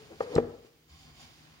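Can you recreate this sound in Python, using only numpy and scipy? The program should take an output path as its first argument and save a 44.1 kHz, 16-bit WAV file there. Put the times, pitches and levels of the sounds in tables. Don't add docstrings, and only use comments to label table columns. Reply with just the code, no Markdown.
import sys
import numpy as np
from scipy import signal
from scipy.fft import rfft, irfft, next_fast_len
from scipy.io import wavfile
from scipy.ndimage import uniform_filter1d

SR = 44100
rng = np.random.default_rng(int(sys.argv[2]) if len(sys.argv) > 2 else 0)


def digitize_waveform(pressure):
    field = np.atleast_2d(pressure).T
    bounded = np.clip(field, -1, 1)
    quanta = np.round(bounded * 32767).astype(np.int16)
    wavfile.write(sys.argv[1], SR, quanta)


N = 70560
T = np.arange(N) / SR

# (time [s], clunk level [dB], clunk pitch [Hz], clunk t60 [s], attack [s],
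# housing bass [dB], housing middle [dB], housing treble [dB], crack level [dB])
PULLEY_HITS = [(0.2052, -6, 498, 0.024, 0.0037, -39.5, -62, -19, -43.5),
               (0.3619, -12.5, 320, .018, 0.00059, -22.5, -33.5, -30.5, -36.5),
               (0.3774, -20, 469, 0.017, 0.003, -27.5, -63.5, -23, -39.5),
               (0.3826, -3, 449, 0.022, 0.00092, -46.5, -30.5, -24.5, -39.5),
               (0.6461, -39, 364, 0.025, 0.0028, -70, -72, -84, -86)]
# (frequency [Hz], level [dB], t60 [s])
HOUSING_MODES = [(70, -35.5, 0.073), (100.3, -11, 0.36), (161.3, 1.5, 0.09), (241.7, -5.5, 0.32),
                 (307.5, -19.5, 0.35), (337, -10, .3), (398, -3.5, 0.11), (445.6, -1.5, 0.16),
                 (470, -2.5, .45), (489, -6, 0.26), (624, 1, 0.062), (797, 3, 0.035), (927, -5.5, 0.031),
                 (1204, 2.5, 0.023), (1279, -18, 0.0335), (1585, -19.5, 0.06), (1872, -18, 0.057)]
# (frequency [Hz], gain [dB])
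CRACK_EQ = [(100, -8.5), (700, -5.5), (1300, -1), (1600, 3.5), (2000, 3.5), (2500, -5), (3200, -4.5),
            (4200, -9), (7000, -13), (10000, -29), (16000, -35)]
BASS_HZ, MIDDLE_HZ, TREBLE_HZ, CRACK_DECAY_S = 136.5, 372, 880, .005

def pulley_knocks():
    out, t = np.zeros((2, N)), T[:SR * 3 // 4]
    for start, db, pitch, t60, attack, bass_db, middle_db, treble_db, crack_db in PULLEY_HITS:
        strike_eq = [(BASS_HZ, bass_db), (MIDDLE_HZ, middle_db), (TREBLE_HZ, treble_db)]
        clunk = amp(db - 60 * t / t60) * np.sin(2 * np.pi * pitch * t)
        ring = sum(amp(mode_db + lookup(strike_eq, hz) - 60 * t / mode_t60) * np.sin(2 * np.pi * hz * t)
                   for hz, mode_db, mode_t60 in HOUSING_MODES)
        crack = amp(crack_db) * stereo_noise(CRACK_EQ, len(t)) * np.exp(-t / CRACK_DECAY_S)
        add(out, start, (clunk + ring) * (1 - np.exp(-t / attack)) + crack)
    return out


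# (time [s], level [dB], rise [s])
TICK_HITS = [(0.2235, -69, 0.0031), (0.2305, -54, 0.0012), (0.3515, -35.5, 0.0027), (0.4965, -64, 0.0011),
             (0.557, -67, 0.0016)]
# (frequency [Hz], gain [dB])
TICK_EQ = [(300, -26), (3000, -18.5), (4100, 11), (4700, 5.5), (5300, 17.5), (6300, -0.5), (7400, 11),
           (9500, -10.5), (16000, -17.5)]

def pawl_ticks():
    out, t = np.zeros(N), T[:SR // 10]
    for start, db, rise in TICK_HITS:
        scrape = unit(eq(rng.standard_normal(len(t)), TICK_EQ))
        envelope = t / rise * np.exp((1 - (t / rise) ** 2) / 2)
        add(out, start, amp(db) * scrape * envelope)
    return out


# (time [s], level [dB])
DRAG_ENVELOPE = [(0, -52.5), (.085, -62.5), (.125, -50), (.16, -58), (.195, -70), (.23, -43), (.29, -53),
                 (.318, -41), (.355, -39.5), (.38, -49), (.45, -83)]
# (frequency [Hz], width [Hz], gain [dB])
DRAG_MODES = [(306, 70, 0), (427, 20, 19.5), (472, 160, 2), (790, 51, -21.5), (1100, 68, -19)]

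def rope_drag():
    body = lambda hz: sum(amp(db) / (1 + 1j * (hz ** 2 - centre ** 2) / (width * hz + 1))
                          for centre, width, db in DRAG_MODES)
    slips = grains(per_s=2500, spread_db=1.5)
    rasp = unit(shape(slips, lambda hz: body(hz) / (1 + 1j * hz / 1810)))
    running_rms = np.sqrt(abs(uniform_filter1d(rasp ** 2, size=1300)) + 1e-6)
    return level(DRAG_ENVELOPE) * rasp / running_rms


# (time [s], pitch [Hz], level [dB])
GROAN_CURVE = [(.21, 499.9, -50), (.228, 501, -42), (.258, 484.7, -61.5), (.28, 503.3, -40),
               (.297, 494.6, -46), (.318, 507, -37.5), (.333, 468.8, -49), (.348, 456.2, -40.5),
               (.362, 451, -32), (.38, 452, -92.5)]
GROAN_JITTER, GROAN_ROUGH_DB = 0.041, 4

def pulley_groan():
    times, pitches, db = np.transpose(GROAN_CURVE)
    pitch = np.interp(T, times, pitches) * (1 + GROAN_JITTER * wander(rate_hz=46))
    tone = unit(np.sin(2 * np.pi * np.cumsum(pitch) / SR))
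    envelope = amp(np.interp(T, times, db) + GROAN_ROUGH_DB * wander(rate_hz=88))
    return envelope * tone * (T > times[0]) * (T < times[-1])


# (time [s], relative level [dB])
SLIDE_ENVELOPE = [(0, -61.5), (.178, -64.5), (.226, -55.5), (.26, -62), (.345, -56.5), (.39, -61),
                  (.426, -65.5), (.614, -70), (.67, -67), (.7, -73.5), (.876, -75), (.9, -66.5),
                  (1.028, -62), (1.136, -68), (1.216, -56), (1.27, -62.5), (1.345, -64), (1.4, -63.5),
                  (1.6, -68)]
# (frequency [Hz], gain [dB])
SLIDE_EQ = [(40, -30.5), (120, 10), (300, -1), (600, -1), (900, -1), (1500, 0), (2100, -2.5), (2800, -2),
            (3400, -2.5), (5200, -0.5), (6000, -3), (7300, -8), (8000, -20), (8700, -11), (11000, -20),
            (16000, -18)]
# (frequency [Hz], width [Hz], gain [dB])
SLIDE_MODES = [(765, 55, 7), (1068, 48, 5), (2170, 170, -3), (3115, 60, 3), (3575, 60, 3), (4505, 67, 4),
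               (4890, 85, 6), (5880, 40, 1), (6720, 45, 1), (7050, 70, 2)]
# (time [s], gain [dB])
RING_SEND = [(0, -10), (.85, -6), (.93, 2.5), (1.27, 2), (1.36, -9.5), (1.6, -5)]
# (time [s], gain [dB])
SLIDE_SHELF = [(0, -3), (.35, -2.5), (.7, -3), (.95, -5.5), (1.03, -8.5), (1.1, -0.5), (1.21, -7.5),
               (1.28, -3), (1.36, -5), (1.6, 1)]
SLIDE_GAIN_DB, SHELF_HZ, CENTRE_SHARE = 7, 2800, 0.29

def rope_slide():
    centre, left, right = (grains(per_s=18000, spread_db=5) for _ in range(3))
    friction = np.sqrt(CENTRE_SHARE) * centre + np.sqrt(1 - CENTRE_SHARE) * np.array([left, right])
    housing = lambda hz: sum(amp(db) / (1 + 2j * (hz - mode_hz) / width)
                             for mode_hz, width, db in SLIDE_MODES)
    ring = level(RING_SEND) * shape(friction, housing)
    rub = unit(eq(friction + ring, SLIDE_EQ))
    lows = shape(rub, lambda hz: 1 / (1 + (hz / SHELF_HZ) ** 6))
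    highs = rub - lows
    return amp(SLIDE_GAIN_DB) * level(SLIDE_ENVELOPE) * (highs + level(SLIDE_SHELF) * lows)


# (time [s],
# level [dB], pitch [Hz], swell [s])
HAND_BUMPS = [(0.094, -49.5, 336, 0.023), (0.1, -47.5, 533.6, 0.013), (0.105, -57.5, 776, 0.016),
              (0.895, -52.5, 73.6, 0.033), (1.045, -58, 149.4, 0.048), (1.045, -63, 233.7, 0.017),
              (1.158, -58, 61, 0.017), (1.22, -61, 244, 0.023), (1.24, -59, 86.4, 0.016)]
# (time [s], level [dB])
PALM_ENVELOPE = [(0, -69), (.19, -59), (.6, -61), (.72, -74.5), (.88, -73), (.915, -76), (.97, -70),
                 (1.01, -65), (1.075, -60.5), (1.15, -65), (1.27, -70), (1.35, -66.5), (1.52, -65.5),
                 (1.6, -76)]
# (frequency [Hz], gain [dB])
PALM_EQ = [(20, -34.5), (42, -6), (62, 3.5), (105, -5), (200, -15.5), (255, -4), (330, -20.5), (700, -21.5),
           (3000, -59)]

def palm():
    bumps, t = np.zeros(N), T[:SR // 3]
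    for start, db, pitch, swell in HAND_BUMPS:
        envelope = (t / swell) ** 2 * np.exp(2 * (1 - t / swell))
        add(bumps, start, amp(db) * envelope * np.sin(2 * np.pi * pitch * t))
    return bumps + level(PALM_ENVELOPE) * stereo_noise(PALM_EQ, N)


# (delay [s], level [dB])
REFLECTIONS = [(.0088, -21), (0.0176, -15), (0.0208, -37.5)]
# (frequency [Hz], t60 [s])
TAIL_T60 = [(80, 0.49), (250, 0.42), (600, 0.6), (1500, .52), (4000, 0.2), (12000, 0.24)]
# (frequency [Hz], gain [dB])
TAIL_EQ = [(80, -8), (250, -12.5), (450, -11), (800, -9), (2000, -8.5), (6000, -19.5), (14000, -12)]
TAIL_ONSET_S = 0.042

def workshop_reverb(direct):
    early = direct.copy()
    for delay, db in REFLECTIONS:
        add(early, delay, amp(db) * direct)
    hz, t, bands = signal.stft(rng.standard_normal((2, SR)), SR, nperseg=256)
    t60 = lookup(TAIL_T60, hz)[:, None]
    equal_energy = np.sqrt(2 * np.log(1000) / (t60 * SR))
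    tail = signal.istft(bands * amp(-60 * t / t60) * equal_energy, SR, nperseg=256)[1][:, :SR]
    fade_in = 1 - np.exp(-(T[:SR] / TAIL_ONSET_S) ** 2)
    tail = diffuse(*eq(tail, TAIL_EQ)) * fade_in
    return early + signal.fftconvolve(direct, tail, axes=1)[:, :N]


# (time [s], level [dB])
HUM_ENVELOPE = [(0, -63), (.6, -83), (.8, -76.5), (.95, -65), (1.1, -74), (1.22, -68.5), (1.35, -67.5),
                (1.5, -59.5), (1.6, -77)]
# (frequency [Hz], gain [dB])
AIR_EQ = [(30, -2.5), (70, 7), (200, -4), (330, 9), (600, -24.5), (1200, -8.5), (2500, -8), (5000, -11.5),
          (8000, -15), (12000, -18.5), (15800, -7)]
HUM_HZ, HUM_WAVER_DB, AIR_DB = 155, 1.2, -66

def hum_and_air():
    waver = amp(HUM_WAVER_DB * wander(rate_hz=20))
    hum = level(HUM_ENVELOPE) * waver * unit(np.sin(2 * np.pi * HUM_HZ * T))
    return hum + amp(AIR_DB) * stereo_noise(AIR_EQ, N)


def amp(db):
    return 10 ** (np.asarray(db) / 20)


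def unit(x):
    return x / np.sqrt(np.mean(x ** 2) + 1e-20)


def lookup(points, hz):
    frequencies, values = np.transpose(points)
    return np.interp(np.log(hz + 1), np.log(frequencies + 1), values)


def level(points):
    return amp(np.interp(T, *np.transpose(points)))


def shape(x, response):
    size = next_fast_len(x.shape[-1] + 4096)
    return irfft(rfft(x, size) * response(np.fft.rfftfreq(size, 1 / SR)), size)[..., :x.shape[-1]]


def eq(x, points):
    return shape(x, lambda hz: amp(lookup(points, hz)))


def add(mix, start_s, sound):
    part = mix[..., max(round(start_s * SR), 0):][..., :sound.shape[-1]]
    part += sound[..., :part.shape[-1]]


def grains(per_s, spread_db):
    size = amp(spread_db * np.minimum(rng.exponential(1, N), 4))
    return unit(size * rng.choice([-1, 1], N) * (rng.random(N) < per_s / SR))


def wander(rate_hz):
    return unit(shape(rng.standard_normal(N), lambda hz: np.exp(-(hz / rate_hz) ** 2)))


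def diffuse(a, b, corner_hz=880):
    alike = lambda hz: 1 / (1 + (hz / corner_hz) ** 2)
    mid = shape(a, lambda hz: np.sqrt((1 + alike(hz)) / 2))
    side = shape(b, lambda hz: np.sqrt((1 - alike(hz)) / 2))
    return np.array([mid + side, mid - side])


def stereo_noise(tone, samples):
    return unit(eq(diffuse(*rng.standard_normal((2, samples))), tone))


# (frequency [Hz], delay [s])
RIGHT_LAG = [(80, 0.00057), (250, 0.00032), (430, 0.000082), (560, 0.00047), (800, 0.00017),
             (1200, 0.00022), (1800, 0.0002), (3000, 0.00018), (6000, .00017)]
# (frequency [Hz], gain [dB])
LEFT_EQ = [(60, 2.5), (200, 3.7), (400, 1.25), (700, 2.2), (1200, 1.5), (2400, 2.5), (4400, -8.5),
           (6500, -2), (7500, 3), (8050, -3), (8600, 3), (15000, -1.5)]
# (frequency [Hz], gain [dB])
RIGHT_EQ = [(60, 1), (200, 3.25), (400, -3.75), (700, 2), (1200, 0), (2400, 4), (4400, 0.5), (7200, -8.5),
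            (8000, -31), (15000, -14.5)]

def scene():
    mechanism = pulley_knocks() + pawl_ticks() + rope_drag() + pulley_groan()
    left, right = workshop_reverb(mechanism) + rope_slide() + palm()
    right = shape(right, lambda hz: np.exp(-2j * np.pi * hz * lookup(RIGHT_LAG, hz)))
    return np.array([eq(left, LEFT_EQ), eq(right, RIGHT_EQ)]) + hum_and_air()


LOW_CUT_HZ, HIGH_CUT_HZ = 58, 15900

def record(dry):
    low_cut = signal.butter(2, LOW_CUT_HZ, "high", fs=SR, output="sos")
    high_cut = signal.firwin(511, HIGH_CUT_HZ, window=("kaiser", 9), fs=SR)
    return signal.oaconvolve(signal.sosfilt(low_cut, dry), high_cut[None], "same")


dry = scene()
out = record(dry)
digitize_waveform(out)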